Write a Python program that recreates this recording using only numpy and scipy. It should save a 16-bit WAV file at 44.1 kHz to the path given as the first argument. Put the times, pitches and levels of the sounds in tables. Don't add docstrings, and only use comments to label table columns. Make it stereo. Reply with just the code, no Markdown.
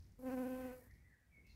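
import sys
import numpy as np
from scipy import signal
from scipy.fft import rfft, irfft
from scipy.io import wavfile

SR = 44100
rng = np.random.default_rng(int(sys.argv[2]) if len(sys.argv) > 2 else 0)


def transcribe(u):
    v = np.clip(np.atleast_2d(u).T, -1, 1)
    q = np.round(v * 32767).astype(np.int16)
    wavfile.write(sys.argv[1], SR, q)


N = 68355
T = np.arange(N) / SR

# time in seconds, rate in Hz.
WINGBEAT = [(0.185, 247.8), (0.201, 251.9), (0.215, 245.6), (0.233, 270.4), (0.241, 252.9), (0.261, 260.3),
            (0.289, 257.1), (0.303, 244.8), (0.327, 262.2), (0.341, 266), (0.361, 250.7), (0.411, 257),
            (0.445, 244.7), (0.469, 264.8), (0.485, 246.4), (0.497, 259.2), (0.545, 253.4), (0.589, 259.5),
            (0.621, 256.7), (0.627, 248.9), (0.669, 259.6), (0.691, 247.7), (0.737, 254.2), (0.79, 249.3)]
# time in seconds, then levels of fundamental, octave and overtones in dB.
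NEAR_BUZZ = [(.18, -87, -98, -105), (.192, -52, -55, -83), (.212, -51.5, -55, -88), (.228, -50, -56.5, -69),
             (.236, -45, -45.5, -73), (.248, -41.5, -46, -66), (.266, -39, -41.5, -58.5),
             (.286, -36.5, -41, -57), (.306, -41.5, -43.5, -55), (.342, -35, -41.5, -56.5),
             (.361, -40, -45.5, -64.5), (.378, -37, -41, -55), (.41, -35, -40.5, -57.5),
             (.448, -39, -43.5, -58), (.47, -37, -41.5, -56.5), (.49, -41.5, -44.5, -60),
             (.527, -39, -42.5, -56.5), (.575, -44, -45, -59.5), (.605, -43, -43.5, -56.5),
             (.628, -46.5, -47, -57.5), (.655, -41.5, -43.5, -56.5), (.703, -48.5, -47.5, -59.5),
             (.718, -47, -47.5, -59), (.742, -60, -47.5, -63), (.763, -78, -54, -72), (.797, -63, -55, -79),
             (.81, -68, -74, -92), (.82, -76, -56.5, -88), (.835, -76, -72, -90.5), (.87, -68.5, -75, -101),
             (.92, -100, -100, -110)]
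# frequency in Hz, gain flying off in dB, gain turned to land in dB.
NEAR_OVERTONES = [(760, -2, -3.5), (1020, -6.5, -9), (1275, -7, -17), (1568, -1, -0.5), (1790, -9, -14),
                  (1990, -12, -16.5), (2320, -21.5, -21.5), (2575, -10.5, -10), (2780, -17, -19),
                  (3020, -20, -18), (3600, -59, -28)]
# time in seconds, base level in dB.
FAR_BUZZ = [(.18, -106), (.195, -76), (.235, -83), (.278, -64.5), (.305, -78), (.335, -70), (.45, -75),
            (.6, -69), (.72, -70), (.8, -75), (.87, -81), (.92, -100)]
# frequency in Hz, gain in dB.
FAR_PARTIALS = [(255, 5.5), (510, 0), (765, -8), (1020, -6), (1275, -5), (1530, -10), (1790, -14),
                (2300, -8.5), (2800, -25.5), (3600, -38)]
# time in seconds, level in dB.
DRAUGHT = [(.18, -108), (.19, -63.5), (.23, -62), (.28, -59), (.41, -56), (.52, -57), (.67, -58),
           (.76, -60.5), (.875, -66), (.89, -73), (1.0, -84), (1.08, -100)]
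# start in seconds, level in dB, decay in seconds.
BRUSHES = [(1.375, -65, 0.031), (1.406, -66.5, 0.052)]
STALK = [(1.468, -65, .002), (1.47, -82, .15)]
# start and length in seconds, first and target pitch in Hz,
# relative level in dB, warble depth in Hz.
WHISTLES = [(0.588, .13, 1900, 1994, -62.5, 151.2), (0.779, 0.11, 1760, 1840, -71, 109.7),
            (0.866, 0.066, 1900, 1956, -65.5, 79), (0.859, 0.15, 2294, 2260, -75.5, 119),
            (1.014, 0.079, 2048, 1940, -67, 35), (1.078, 0.085, 1895, 1699, -69, 70),
            (1.1, 0.051, 1960, 1941, -66, 30.17), (1.167, 0.089, 1790, 1588, -78.5, 48.7),
            (1.3, 0.1, 2420, 2155, -62, 40.6), (1.43, 0.036, 2258, 2110, -66, 39.6),
            (1.465, 0.037, 2100, 2200, -66.5, 60), (1.418, 0.12, 2365, 2706, -75, 80)]
# start in seconds, centre pitch in Hz, relative level in dB.
TICKS = [(.001, 5010, -59), (0.024, 5320, -59), (.043, 5270, -62), (0.064, 5340, -65), (0.12, 5800, -64),
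         (0.316, 5700, -55.5), (0.326, 5430, -60), (0.91, 5320, -61.5), (0.938, 4860, -64),
         (0.953, 5080, -66)]
# time in seconds, relative level in dB.
TRILL_HAZE = [(1.45, -110), (1.468, -73), (1.51, -71), (1.55, -74)]
RUMBLE = [(0, -60), (.06, -61), (.17, -64.5), (.3, -64), (.55, -65.5), (.7, -59.5), (.83, -70.5),
          (.94, -62.5), (1.04, -67), (1.13, -64.5), (1.18, -74.5), (1.27, -72.5), (1.31, -66.5),
          (1.55, -65.5)]
# frequency in Hz, relative density in dB.
DRAUGHT_COLOUR = [(200, 16.5), (900, 8.5), (2000, -7), (3000, -12), (4500, -3), (6500, -4), (10000, 0),
                  (11100, 2), (11900, 6), (13100, 5), (14200, -5), (15700, 3)]
RASP_COLOUR = [(50, 3), (200, 11.5), (300, 14), (400, -17), (600, 2), (1200, 0.5), (1900, 1.5), (2900, -4),
               (3500, -9.5), (6000, -12.5)]
BRUSH_COLOUR = [(60, -0.5), (170, 1), (300, -2), (550, -11), (1200, -46), (4000, -44)]
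STALK_COLOUR = [(1000, -15), (5000, 6), (12000, 5), (15700, 7)]
HAZE_COLOUR = [(2800, -20), (3800, 3), (5000, 1), (6500, -2), (7600, -15)]
RUMBLE_COLOUR = [(15, -15.5), (30, -21), (48, 0), (65, 1), (100, -4), (160, -12.5), (260, -18.5),
                 (500, -36), (1200, -48.5)]
AIR_COLOUR = [(40, 11.5), (250, 14), (500, 13), (1200, 6.5), (2000, 10.5), (3000, 0), (6000, 0),
              (15700, -3)]


def buzz_near(beats, partial, hz, turn_s=0.46, turning_s=0.12, full_stroke_s=0.261):
    fundamental_db, octave_db, upper_db = (curve(NEAR_BUZZ, column) for column in (1, 2, 3))
    turned = np.clip(.5 + (T - turn_s) / turning_s, 0, 1)
    colour_db = (1 - turned) * gain_at(NEAR_OVERTONES, hz) + turned * gain_at(NEAR_OVERTONES, hz, 2)
    shimmer_db = 1.46 * wander(rate_hz=79)
    overtone_db = upper_db + colour_db + shimmer_db
    if hz < 1100:
        overtone_db += 0.36 * (fundamental_db - upper_db)
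    if hz > 1900:
        overtone_db -= 37 * np.clip((full_stroke_s - T) / 0.031, 0, 1)
    db = {1: fundamental_db, 2: octave_db}.get(partial, overtone_db)
    return amp(db) * np.sin(2 * np.pi * partial * beats)


def buzz_far(beats, partial, hz):
    fading_db = 5.5 * wander(rate_hz=64)
    db = curve(FAR_BUZZ) + gain_at(FAR_PARTIALS, hz) + fading_db
    drift_cycles = 0.16 * wander(rate_hz=40)
    return amp(db) * np.cos(2 * np.pi * (partial * beats + drift_cycles))


def buzz(beats):
    wing_hz = np.median(WINGBEAT, 0)[1]
    pair = np.zeros((2, N))
    for partial in range(1, 15):
        hz = partial * wing_hz
        pair += [buzz_near(beats, partial, hz), buzz_far(beats, partial, hz)]
    return np.sqrt(2) * pair


def draught(beats, far_db=-11):
    stroke = np.cos(2 * np.pi * beats)
    gusts = amp(2.0 * wander(rate_hz=740))
    hiss_gain = unit((1 + 0.18 * stroke) * gusts) * amp(curve(DRAUGHT))
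    rasp_gain = unit(1 + 0.09 * stroke) * amp(curve(NEAR_BUZZ, 3) - 2.5)
    return np.array([amp(db) * (hiss_gain * noise(DRAUGHT_COLOUR) + rasp_gain * noise(RASP_COLOUR))
                     for db in (0, far_db)])


def landing():
    left = rustle(BRUSHES, BRUSH_COLOUR) + rustle(STALK, STALK_COLOUR)
    left += rough_tone(start_s=.87, length_s=.16, first_hz=11400, last_hz=10800, db=-84)
    return np.array([left, np.zeros(N)])


def rustle(bursts, colour):
    envelope = sum(amp(db) * (T > start) * np.exp(-abs(T - start) / decay) for start, db, decay in bursts)
    return noise(colour) * envelope


def bird_whistle(length_s, first_hz, target_hz, db, warble_hz, slide_s=0.0392, rise_s=0.045, fall_s=0.0095):
    t = np.arange(0, length_s, 1 / SR)
    hz = target_hz + (first_hz - target_hz) * np.exp(-t / slide_s)
    hz += warble_hz * wander(rate_hz=170)[:len(t)]
    envelope = np.minimum(t / rise_s, 1) * np.minimum((length_s - t) / fall_s, 1)
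    flutter = 1 + 0.29 * wander(rate_hz=270)[:len(t)]
    return amp(db) * unit(envelope * flutter * sine(hz))


def bird_tick(centre_hz, db, length_s=0.00344, sweep=0.38):
    progress = np.arange(0, length_s, 1 / SR) / length_s
    hz = centre_hz * (1 + sweep * (1 - 2 * progress))
    return amp(db) * np.sin(np.pi * progress) * sine(hz)


def birds():
    low = np.zeros(N)
    high = rough_tone(start_s=1.48, length_s=.06, first_hz=4400, last_hz=4150, db=-67)
    high += amp(curve(TRILL_HAZE)) * noise(HAZE_COLOUR)
    for start, *note in WHISTLES:
        add(low, start, bird_whistle(*note))
    for start, *note in TICKS:
        add(high, start, bird_tick(*note))
    return across_garden(low, left_db=-10) + across_garden(high, left_db=-11)


def across_garden(song, left_db, direct_db=-7, echo_db=-5, t60_s=0.47, echoes_per_s=1500):
    t = np.arange(SR) / SR
    taps = rng.standard_normal((2, SR)) * (rng.random((2, SR)) < echoes_per_s / SR)
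    taps *= np.exp(-np.log(1000) * t / t60_s)
    taps /= np.linalg.norm(taps, axis=1, keepdims=True)
    echoes = signal.fftconvolve(song[None], taps, axes=1)[:, :N]
    return (amp(direct_db) * song + amp(echo_db) * echoes) * amp([[left_db], [0]])


def outdoors(shared=0.85, air_db=-81, right_boost_db=3.5):
    rumble = np.sqrt(shared) * noise(RUMBLE_COLOUR)
    apart = np.sqrt(1 - shared) * np.array([noise(RUMBLE_COLOUR), noise(RUMBLE_COLOUR)])
    air = np.array([noise(AIR_COLOUR), amp(right_boost_db) * noise(AIR_COLOUR)])
    return amp(curve(RUMBLE)) * (rumble + apart) + amp(air_db) * air


def rough_tone(start_s, length_s, first_hz, last_hz, db, waver=.025):
    progress = np.clip((T - start_s) / length_s, 0, 1)
    hz = (first_hz + (last_hz - first_hz) * progress) * (1 + waver * wander(rate_hz=170))
    return amp(db) * np.sin(np.pi * progress) * np.sqrt(2) * sine(hz)


def sine(hz):
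    return np.sin(2 * np.pi * np.cumsum(hz) / SR)


def amp(db):
    return 10 ** (np.asarray(db) / 20)


def unit(x):
    return x / np.sqrt(np.mean(x ** 2) + 1e-20)


def curve(table, column=1):
    return np.interp(T, *np.transpose(table)[[0, column]])


def gain_at(spectrum, hz, column=1):
    points_hz, db = np.transpose(spectrum)[[0, column]]
    return np.interp(np.log(hz + 1), np.log(points_hz), db)


def noise(colour):
    gain = amp(gain_at(colour, np.fft.rfftfreq(N, 1 / SR)))
    return unit(irfft(rfft(rng.standard_normal(N)) * gain, N))


def wander(rate_hz):
    gain = np.exp(-(np.fft.rfftfreq(N, 1 / SR) / rate_hz) ** 2)
    return unit(irfft(rfft(rng.standard_normal(N)) * gain, N))


def add(mix, start_s, sound):
    part = mix[max(round(start_s * SR), 0):][:len(sound)]
    part += sound[:len(part)]


def scene():
    wing_hz = curve(WINGBEAT) * (1 + 0.00974 * wander(rate_hz=122))
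    beats = np.cumsum(wing_hz) / SR
    return buzz(beats) + draught(beats) + landing() + birds() + outdoors()


def record(dry):
    cutoff_hz = 15720
    lowpass = signal.firwin(511, cutoff_hz, window=("kaiser", 9), fs=SR)
    return signal.oaconvolve(dry, lowpass[None], "same")


dry = scene()
out = record(dry)
transcribe(out)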